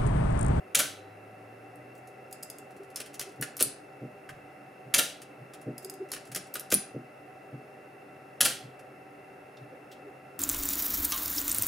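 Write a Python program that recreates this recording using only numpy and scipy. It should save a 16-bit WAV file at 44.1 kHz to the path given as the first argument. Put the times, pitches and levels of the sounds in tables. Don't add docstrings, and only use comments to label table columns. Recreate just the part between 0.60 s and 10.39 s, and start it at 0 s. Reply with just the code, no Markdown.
import sys
import numpy as np
from scipy import signal
from scipy.fft import rfft, irfft, next_fast_len
from scipy.io import wavfile
from scipy.ndimage import uniform_filter1d

SR = 44100
rng = np.random.default_rng(int(sys.argv[2]) if len(sys.argv) > 2 else 0)


def dump_mix(stems):
    frames = np.atleast_2d(stems).T
    limited = np.clip(frames, -1, 1)
    pcm = np.round(limited * 32767).astype(np.int16)
    wavfile.write(sys.argv[1], SR, pcm)


N = 431738
T = np.arange(SR // 2) / SR


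def amp(db):
    return 10 ** (np.asarray(db) / 20)


def unit(x):
    return x / np.sqrt(np.mean(x ** 2) + 1e-20)


def along(points, hz):
    knots_hz, values = np.transpose(points)
    return np.interp(np.log(hz + 1), np.log(knots_hz + 1), values)


def filtered(x, response):
    n = x.shape[-1]
    size = next_fast_len(n + SR // 4)
    return irfft(rfft(x, size) * response(np.fft.rfftfreq(size, 1 / SR)), size)[..., :n]


def add(track, start_s, sound):
    part = track[..., max(round(start_s * SR), 0):][..., :sound.shape[-1]]
    part += sound[..., :part.shape[-1]]


def fade(t60_s):
    return np.exp(-np.log(1000) * T / max(t60_s, 1e-3))


def swell(rise_s, t60_s):
    shape = (1 - np.exp(-T / max(rise_s, 1e-4))) ** 2 * fade(t60_s)
    return shape / shape.max()


def snap(t60_s, crack_db, crack_t60_s):
    return fade(t60_s) + amp(crack_db) * fade(crack_t60_s)


def scrape(rise_s, t60_s):
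    grain_db = 0.57 * unit(uniform_filter1d(rng.standard_normal(len(T)), size=60))
    return unit(amp(grain_db)) * swell(rise_s, t60_s)


def driven(force, t60_s):
    shape = signal.fftconvolve(force, fade(t60_s))[:len(T)]
    return shape / shape.max()


def note(hz, t60_s, phase_cycles=0):
    return fade(t60_s) * np.sin(2 * np.pi * (hz * T + phase_cycles))


def ring(modes, scatter_db=3.5):
    return sum(amp(db + scatter_db * rng.standard_normal()) * note(hz, t60_s, rng.random())
               for hz, db, t60_s in modes)


def struck(spectrum, envelope, weight_db=0, split_hz=3000, size=4096):
    hz = np.fft.rfftfreq(size, 1 / SR)
    gain = amp(along(spectrum, hz) + weight_db / (1 + (hz / split_hz) ** 4))
    cepstrum = irfft(np.log(unit(gain) + 1e-6))
    cepstrum[1:size // 2] *= 2
    cepstrum[size // 2 + 1:] = 0
    body = irfft(np.exp(rfft(cepstrum)))
    return signal.fftconvolve(envelope * rng.standard_normal(len(T)), body)[:len(T)]


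# (frequency [Hz], t60 [s])
ROOM_DECAY = [(150, 0.38), (500, 0.3594), (1400, 0.37), (3700, 0.39), (9700, 0.27), (15000, 0.084)]
# (frequency [Hz], side over mid [dB])
WIDTH = [(30, -9), (120, -19.5), (280, -20.5), (560, -5.5), (1000, -3.5), (3000, -6.5), (8000, -8),
         (13000, -2.5)]


def room(x, wet_db, side_db, early_db):
    hz, t, bins = signal.stft(rng.standard_normal((2, len(T))), SR, nperseg=256)
    decay = amp(-60 * t / along(ROOM_DECAY, hz)[:, None])
    tail = signal.istft(bins * decay, SR, nperseg=256)[1][:, :len(T)]
    tail *= 1 - np.exp(-T / 0.00074)
    impulse = amp(wet_db) * tail / np.linalg.norm(tail[0])
    for delay_s, left, right in rng.uniform((.001, -1, -1), (.014, 1, 1), (8, 3)):
        impulse[:, round(delay_s * SR)] += amp(early_db) * np.array([left + right, left - right])
    mid, side = signal.fftconvolve(x[None], impulse, axes=1)[:, :N]
    side = filtered(side, lambda hz: amp(side_db + along(WIDTH, hz)))
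    return np.array([x + mid + side, x + mid - side])


# (frequency [Hz], density [dB])
AIR_SPECTRUM = [(25, -33), (75, -13), (125, -1.5), (200, -1.5), (400, 1), (650, 0), (830, -4), (980, -10.5),
                (1350, -8.5), (2200, -10), (2850, -27.5), (3150, -25.5), (8000, -33), (10300, -28),
                (16000, -40)]
# (centre [Hz], width [Hz], level [dB])
FAN_PEAKS = [(293.5, 14, -4.5), (394.3, 40, -2.5), (516.8, 8.7, -8), (604, 27, -5), (756.6, 40, 0),
             (1338, 110, -8.5), (2007, 69, -11), (2676, 150, -7), (5280, 100, -28)]


def air_and_fan():
    def peaks(hz):
        return np.sqrt(sum(amp(db) ** 2 / width_hz / (1 + (2 * (hz - centre_hz) / width_hz) ** 4)
                           for centre_hz, width_hz, db in FAN_PEAKS))

    air = unit(filtered(rng.standard_normal((2, N)), lambda hz: amp(along(AIR_SPECTRUM, hz))))
    fan = unit(filtered(rng.standard_normal((2, N)), peaks))
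    mid, side = amp(-53.5) * (air + fan)
    side = filtered(side, lambda hz: amp(along(WIDTH, hz)))
    return np.array([mid + side, mid - side])


# (time [s], pitch [Hz], level [dB])
MOTOR_RUN = [(0, 98, -65), (.4, 102, -55.5), (1.199, 120.8, -55), (1.9, 134, -62)]


def motor():
    knots_s, pitch_hz, db = np.transpose(MOTOR_RUN)
    t = np.arange(N) / SR
    cycles = np.cumsum(np.interp(t, knots_s, pitch_hz)) / SR
    return amp(np.interp(t, knots_s, db)) * np.sin(2 * np.pi * cycles)


# (middle [s], pitch [Hz], glide [Hz/s], level [dB], half length [s])
HANDLING_NOTES = [(2.209, 394.4, -5, -41, 0.009), (2.68, 396, 7, -40, 0.008),
                  (5.255, 368, 915, -41.5, 0.012), (5.345, 385, 294, -46, 0.019),
                  (5.418, 379, 295, -31, 0.011), (5.78, 183, 0, -45.5, 0.012),
                  (6.16, 198, 200, -33.5, 0.019), (9.128, 520, -0.5, -45.5, 0.018),
                  (9.478, 415, -900, -40.5, 0.012)]


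def handling_notes(roughness=.55, grain_s=.009, t60_s=.1):
    out = np.zeros(N)
    t = T - T.mean()
    size = round(grain_s * SR)
    for s, hz, glide_hz_per_s, db, half_s in HANDLING_NOTES:
        noise = rng.standard_normal((2, len(T)))
        drift, grain = unit(uniform_filter1d(uniform_filter1d(noise, size), size))
        force = np.exp(-(t / half_s) ** 2 / 2)
        envelope = driven(force, t60_s) * (1 + roughness / 2 * grain)
        pitch_hz = hz + glide_hz_per_s * np.clip(t, -2 * half_s, 2 * half_s)
        phase = 2 * np.pi * np.cumsum(pitch_hz) / SR + roughness * drift
        add(out, s - half_s / 2 - T.mean(), amp(db) * envelope * np.sin(phase))
    return out


# (frequency [Hz], level [dB], t60 [s])
TABLE_MODES = [(110, -23, .16), (128.9, -1.5, .19), (154, -8.5, 0.22), (203, -12, 0.19), (245.5, -9.5, 0.3),
               (286, -6.5, 0.13), (341, -11, 0.19), (406.3, -12.5, 0.15), (473, -12.5, 0.079),
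               (543, -16, 0.057), (612, -19.5, .12)]


def thump(db, tilt_db_per_oct, push_s):
    out = np.zeros(len(T))
    force = np.sin(np.pi * np.minimum(T / push_s, 1)) ** 2
    for hz, mode_db, t60_s in TABLE_MODES:
        gain = amp(db + mode_db + tilt_db_per_oct * np.log2(hz / 200))
        out += gain * driven(force, t60_s) * rng.choice([-1, 1]) * np.cos(2 * np.pi * hz * T)
    return out


# (time [s], level [dB], tilt [dB/octave], length [s])
PUSHES = [(1.136, -56, -6, 0.048), (2.776, -37.5, -0.5, 0.046), (3.039, -41, 5, 0.033),
          (3.4, -35.5, 1.5, 0.056), (4.234, -49.5, -5, 0.061), (4.767, -46, -5, 0.078),
          (5.05, -31.5, 3, 0.05), (5.675, -47, -7, 0.056), (6.335, -32.5, 3.5, 0.034),
          (6.909, -38.5, -1, 0.05), (8.01, -46, -6, 0.064), (8.982, -50.5, -11.5, 0.076)]


def handling():
    out = np.zeros(N)
    for s, db, tilt_db_per_oct, push_s in PUSHES:
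        add(out, s, thump(db, tilt_db_per_oct, push_s))
    return out


# (time [s], level [dB], centre [Hz], skirt [dB/octave], rise [s], t60 [s])
FINGER_SLIPS = [(1.157, -55, 10000, 20, .0005, .012), (1.349, -61, 8000, 7, .002, .05),
                (1.376, -63, 9500, 10, .002, .04), (1.709, -55, 10000, 7, .002, .03),
                (5.221, -56, 9000, 6, .005, .05), (8.969, -55, 3700, 17, .0015, .035),
                (9.311, -53, 3300, 6, .007, .06)]


def fingertips():
    out = np.zeros(N)
    for s, db, hz, skirt_db_per_oct, rise_s, t60_s in FINGER_SLIPS:
        colour = [(hz / 4, -2 * skirt_db_per_oct), (hz, 0), (hz * 4, -2 * skirt_db_per_oct)]
        add(out, s, amp(db) * struck(colour, scrape(rise_s, t60_s)))
    return out


# (time [s], level [dB], weight [dB])
TAPS = [(1.4713, -56, -30), (2.379, -50, 10), (2.458, -47, 9), (2.54, -44, 0), (3.689, -42.5, 19.5),
        (4.616, -47, 3), (4.934, -46, 9.5), (5.013, -56, -20.5), (5.561, -42.5, 16), (5.715, -42, 5),
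        (8.192, -56, 11.5)]
# (start [s], end [s], rate [1/s], level [dB])
CHATTER = [(2.101, 2.75, 17, -61.5), (5.423, 5.87, 13, -56.5)]


def taps(scatter_db=1.5):
    out = np.zeros(N)
    ticks = [(s + rng.random() / rate_hz, db - scatter_db * rng.standard_normal(), 0)
             for start_s, end_s, rate_hz, db in CHATTER
             for s in np.arange(start_s, end_s, 1 / rate_hz)]
    for s, db, weight_db in TAPS + ticks:
        add(out, s, amp(db) * struck(LEVER_SPECTRUM, scrape(rise_s=0.0019, t60_s=0.044), weight_db))
    return out


# (frequency [Hz], density [dB])
THUD_SPECTRUM = [(25, -3), (55, -5), (130, 12), (300, -19), (1000, -50)]


def lever_return(start_s=3.689, db=-52):
    out = np.zeros(N)
    add(out, start_s, amp(db) * struck(THUD_SPECTRUM, swell(rise_s=0.0051, t60_s=0.46)))
    return out


# (time [s], crack [dB], ping [dB])
TEETH = [(1.727, -42, -41), (1.8272, -44, -52), (1.8316, -38.5, -38), (1.9005, -40, -39), (1.985, -48, -55),
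         (5.1805, -42, -42), (5.2468, -42, -40.5), (5.2978, -38.5, -40.5), (5.3394, -49, -54)]
# (frequency [Hz], density [dB])
RATCHET_SPECTRUM = [(100, -62), (1000, -19), (3300, -12), (3900, -16), (5000, -6), (5900, -10), (6700, -5),
                    (7300, -7), (8200, -3), (9400, -7), (10200, -2), (11200, -7), (12400, -3), (13700, -6),
                    (16000, -16)]


def ratchet():
    out = np.zeros(N)
    drop = snap(t60_s=0.034, crack_db=-4.5, crack_t60_s=0.009)
    for s, crack_db, _ in TEETH:
        add(out, s, amp(crack_db) * struck(RATCHET_SPECTRUM, drop))
    return out


# (frequency [Hz], level [dB], t60 [s])
RATCHET_MODES = [(4960, -2, .026), (5070, -4, .03), (6750, -11, .02), (8100, -7, .022), (9950, 0, .03),
                 (10450, 0, .012), (12300, -5, .016)]
LATCH_MODES = [(8623, -24, 0.04), (9027, -21, 0.04), (9720, -17, .04), (10550, -18.5, .04)]


def metal_pings():
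    out = np.zeros(N)
    for s, _, ping_db in TEETH:
        add(out, s, amp(ping_db) * ring(RATCHET_MODES, scatter_db=1))
    for _, s, latch_db, _, spring_db in STROKE_ENDS:
        add(out, s, amp(latch_db) * ring(LATCH_MODES, scatter_db=1))
        add(out, s, amp(spring_db) * note(hz=9480, t60_s=.26))
    return out


# (cocking [s], latch snap [s], latch [dB], table jolt [dB], latch spring [dB])
STROKE_ENDS = [(2.9677, 3.0254, -15, -37.5, -52), (5.9962, 6.1411, -15.5, -32.5, -37)]
# (frequency [Hz], density [dB])
LATCH_SPECTRUM = [(500, -29), (3000, -29.5), (4500, -12), (7700, -15), (8600, -4), (9700, 2.5),
                  (10600, 0.5), (11200, -8.5), (12500, -6), (13400, -12.5), (14400, -15.5), (16000, -20.5)]


def latch(bounce_s=.0055, bounce_db=-8):
    out = np.zeros(N)
    slam = snap(t60_s=0.019, crack_db=1.0, crack_t60_s=0.011)
    for _, s, db, *_ in STROKE_ENDS:
        add(out, s, amp(db) * struck(LATCH_SPECTRUM, slam))
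        add(out, s + bounce_s, amp(db + bounce_db) * struck(LATCH_SPECTRUM, slam))
    return out


# (click [dB], click weight [dB], knock [dB], knock weight [dB], ring [dB])
STATIONS = [(-30, 16.5, -34, 5, -65), (-28.5, 17, -31.5, 5, -59.5), (-30, -3.5, -30.5, 8, -35)]
# (time [s], gear slack [s], knock force [dB])
PASSES = [(2.3586, 0.042, -0.5), (2.594, 0.017, -3.5), (2.8113, 0.012, 0), (5.5165, 0.017, 0),
          (5.7475, .0105, 2), (5.9394, 0.014, -3)]
# (time [s], level [dB], weight [dB], rise [s], t60 [s])
STOP_CONTACTS = [(2.99, -38.5, 2, .002, .05), (2.9995, -29, -1, 0.00063, 0.054),
                 (3.0065, -21, -1, 0.00036, 0.027), (3.0116, -29.5, 5, .001, .03),
                 (6.102, -37.5, -6, .001, 0.046), (6.1156, -28, 6.5, .0007, .04),
                 (6.122, -19.5, 4, 0.00029, 0.031)]
# (frequency [Hz], level [dB], t60 [s])
GEAR_MODES = [(1430, -1, 0.082), (1480, -3, .06), (1700, -7, 0.1), (2700, -11.5, 0.076)]
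# (frequency [Hz], density [dB])
PAWL_SPECTRUM = [(300, -30), (1500, -19.5), (3500, -24), (5200, -11.5), (8000, -13.5), (9600, -5.5),
                 (10500, 0), (11500, -8), (12500, -2), (14000, -7.5), (16000, -22.5)]
LEVER_SPECTRUM = [(150, -16), (950, -14), (1250, -3), (1500, 1), (1900, -2.5), (2800, 1), (3600, -1.5),
                  (5500, 1), (7500, 0.5), (10300, 4), (12500, -4.5), (16000, -10.5)]
JAM_LEAD_S = 0.017


def winding():
    out = np.zeros(N)
    for (s, slack_s, force_db), station in zip(PASSES, STATIONS * len(STROKE_ENDS)):
        click_db, click_weight_db, knock_db, knock_weight_db, ring_db = station
        click = struck(PAWL_SPECTRUM, scrape(rise_s=.0006, t60_s=.028), click_weight_db, split_hz=9300)
        drag = struck(LEVER_SPECTRUM, scrape(rise_s=0.0047, t60_s=.2), weight_db=7.5)
        knock = struck(LEVER_SPECTRUM, scrape(rise_s=0.0013, t60_s=0.039), knock_weight_db)
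        add(out, s, amp(click_db) * click + amp(-48.5) * drag)
        add(out, s + slack_s, amp(knock_db + force_db) * knock)
        add(out, s + slack_s, amp(ring_db + force_db) * ring(GEAR_MODES))
    for s, db, weight_db, rise_s, t60_s in STOP_CONTACTS:
        add(out, s, amp(db) * struck(LEVER_SPECTRUM, scrape(rise_s, t60_s), weight_db))
    tick = snap(t60_s=0.039, crack_db=0.5, crack_t60_s=0.0049)
    for cock_s, latch_s, *_ in STROKE_ENDS:
        add(out, cock_s, amp(-35) * struck(PAWL_SPECTRUM, tick, weight_db=2, split_hz=5400))
        add(out, latch_s - JAM_LEAD_S, amp(-28) * struck(PAWL_SPECTRUM, tick, weight_db=3, split_hz=7300))
    return out


def winding_jolts(coupling_db=-24, tilt_db_per_oct=13, push_s=0.0025):
    out = np.zeros(N)
    for (s, slack_s, force_db), station in zip(PASSES, STATIONS * len(STROKE_ENDS)):
        _, _, knock_db, weight_db, _ = station
        jolt_db = knock_db + weight_db + force_db + coupling_db
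        add(out, s + slack_s, thump(jolt_db, tilt_db_per_oct, push_s))
    for _, latch_s, _, jolt_db, _ in STROKE_ENDS:
        add(out, latch_s - JAM_LEAD_S, thump(jolt_db, tilt_db_per_oct, push_s))
    return out


MIRROR_SPRING_DB = [-42.5, -45, -54]


def mirror_spring():
    out = np.zeros(N)
    for (s, _), db in zip(SHOTS, MIRROR_SPRING_DB):
        add(out, s, amp(db) * note(hz=3945, t60_s=.65))
    return out


# (time [s], gain [dB])
SHOTS = [(0.1486, -2.5), (4.3406, -2), (7.807, -2)]
CONTACTS = [(-.002, -28, -3, 0.035), (0, -13.5, 2, 0.026), (.0053, -10, -6.5, 0.0086),
            (.0113, -23.5, -0.5, 0.018), (0.025, -27.5, -2, .025), (0.0406, -20, -5.5, 0.026),
            (0.0443, -16.5, -5.5, 0.031), (0.0486, -21, 7.5, 0.037), (0.053, -16.5, 3.5, 0.02)]
# (frequency [Hz], level [dB], t60 [s])
MIRROR_UP_MODES = [(1340, -27, .03), (1654, -27.5, 0.038), (2614, -31.5, 0.082), (3120, -30, 0.044),
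                   (4630, -26.5, 0.025), (5500, -24.5, 0.029), (6500, -22, .035), (6970, -23, 0.045),
                   (9750, -23, .04), (11590, -26, 0.032)]
MIRROR_DOWN_MODES = [(345, -39, .13), (600, -30.5, 0.1), (1370, -31.5, 0.04), (2350, -33, .05),
                     (2866, -28, 0.06), (3900, -32, 0.06), (8720, -26, .05), (10300, -23, 0.04),
                     (12524, -26, .03)]
# (frequency [Hz], density [dB])
SHUTTER_SPECTRUM = [(60, -29), (200, -16.5), (560, -9), (1020, -16), (1400, 1), (2150, -1.5), (3000, 0.5),
                    (5000, -1), (7000, -2), (8200, -2), (10500, 1.5), (12500, -3.5), (16000, -12.5)]
CASE_SPECTRUM = [(25, -20.5), (80, -24), (130, -2), (230, -8.5), (350, -7), (540, -0.5), (750, -5.5),
                 (1100, -15.5), (3000, -59.5)]


def shutter():
    out = np.zeros(N)
    curtain_s, mirror_down_s = CONTACTS[2][0], CONTACTS[-2][0]
    for s, db in SHOTS:
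        for delay_s, contact_db, weight_db, t60_s in CONTACTS:
            contact = struck(SHUTTER_SPECTRUM, swell(rise_s=.0002, t60_s=t60_s), weight_db)
            add(out, s + delay_s, amp(db + contact_db) * contact)
        add(out, s + curtain_s, amp(db) * ring(MIRROR_UP_MODES))
        add(out, s + mirror_down_s, amp(db) * ring(MIRROR_DOWN_MODES))
        for delay_s, rattle_db in ((0, -40.5), (mirror_down_s, -35)):
            rattle = struck(SHUTTER_SPECTRUM, scrape(rise_s=0.01, t60_s=0.28), weight_db=-1.5)
            add(out, s + delay_s, amp(db + rattle_db) * rattle)
        for delay_s, case_db, rise_s in ((0.0039, -38, 0.013), (0.044, -36.5, 0.00217)):
            add(out, s + delay_s, amp(db + case_db) * struck(CASE_SPECTRUM, swell(rise_s, t60_s=0.18)))
        add(out, s, amp(db - 59) * note(hz=42, t60_s=.1))
    return out


def scene():
    clacks = room(shutter(), wet_db=-5, side_db=-1.0, early_db=-23.5)
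    clicks = room(winding() + taps() + fingertips(), wet_db=-8.0, side_db=-0.5, early_db=-14.5)
    snaps = room(ratchet() + latch(), wet_db=-8, side_db=3.5, early_db=-25)
    pings = room(metal_pings(), wet_db=-12.5, side_db=7, early_db=-28)
    direct = handling() + winding_jolts() + lever_return() + handling_notes() + mirror_spring()
    return air_and_fan() + motor() + direct + pings + snaps + clicks + clacks


def record(dry, top_hz=15950):
    return filtered(dry, lambda hz: 1 / (1 + (hz / top_hz) ** 120))


dry = scene()
out = record(dry)
dump_mix(out)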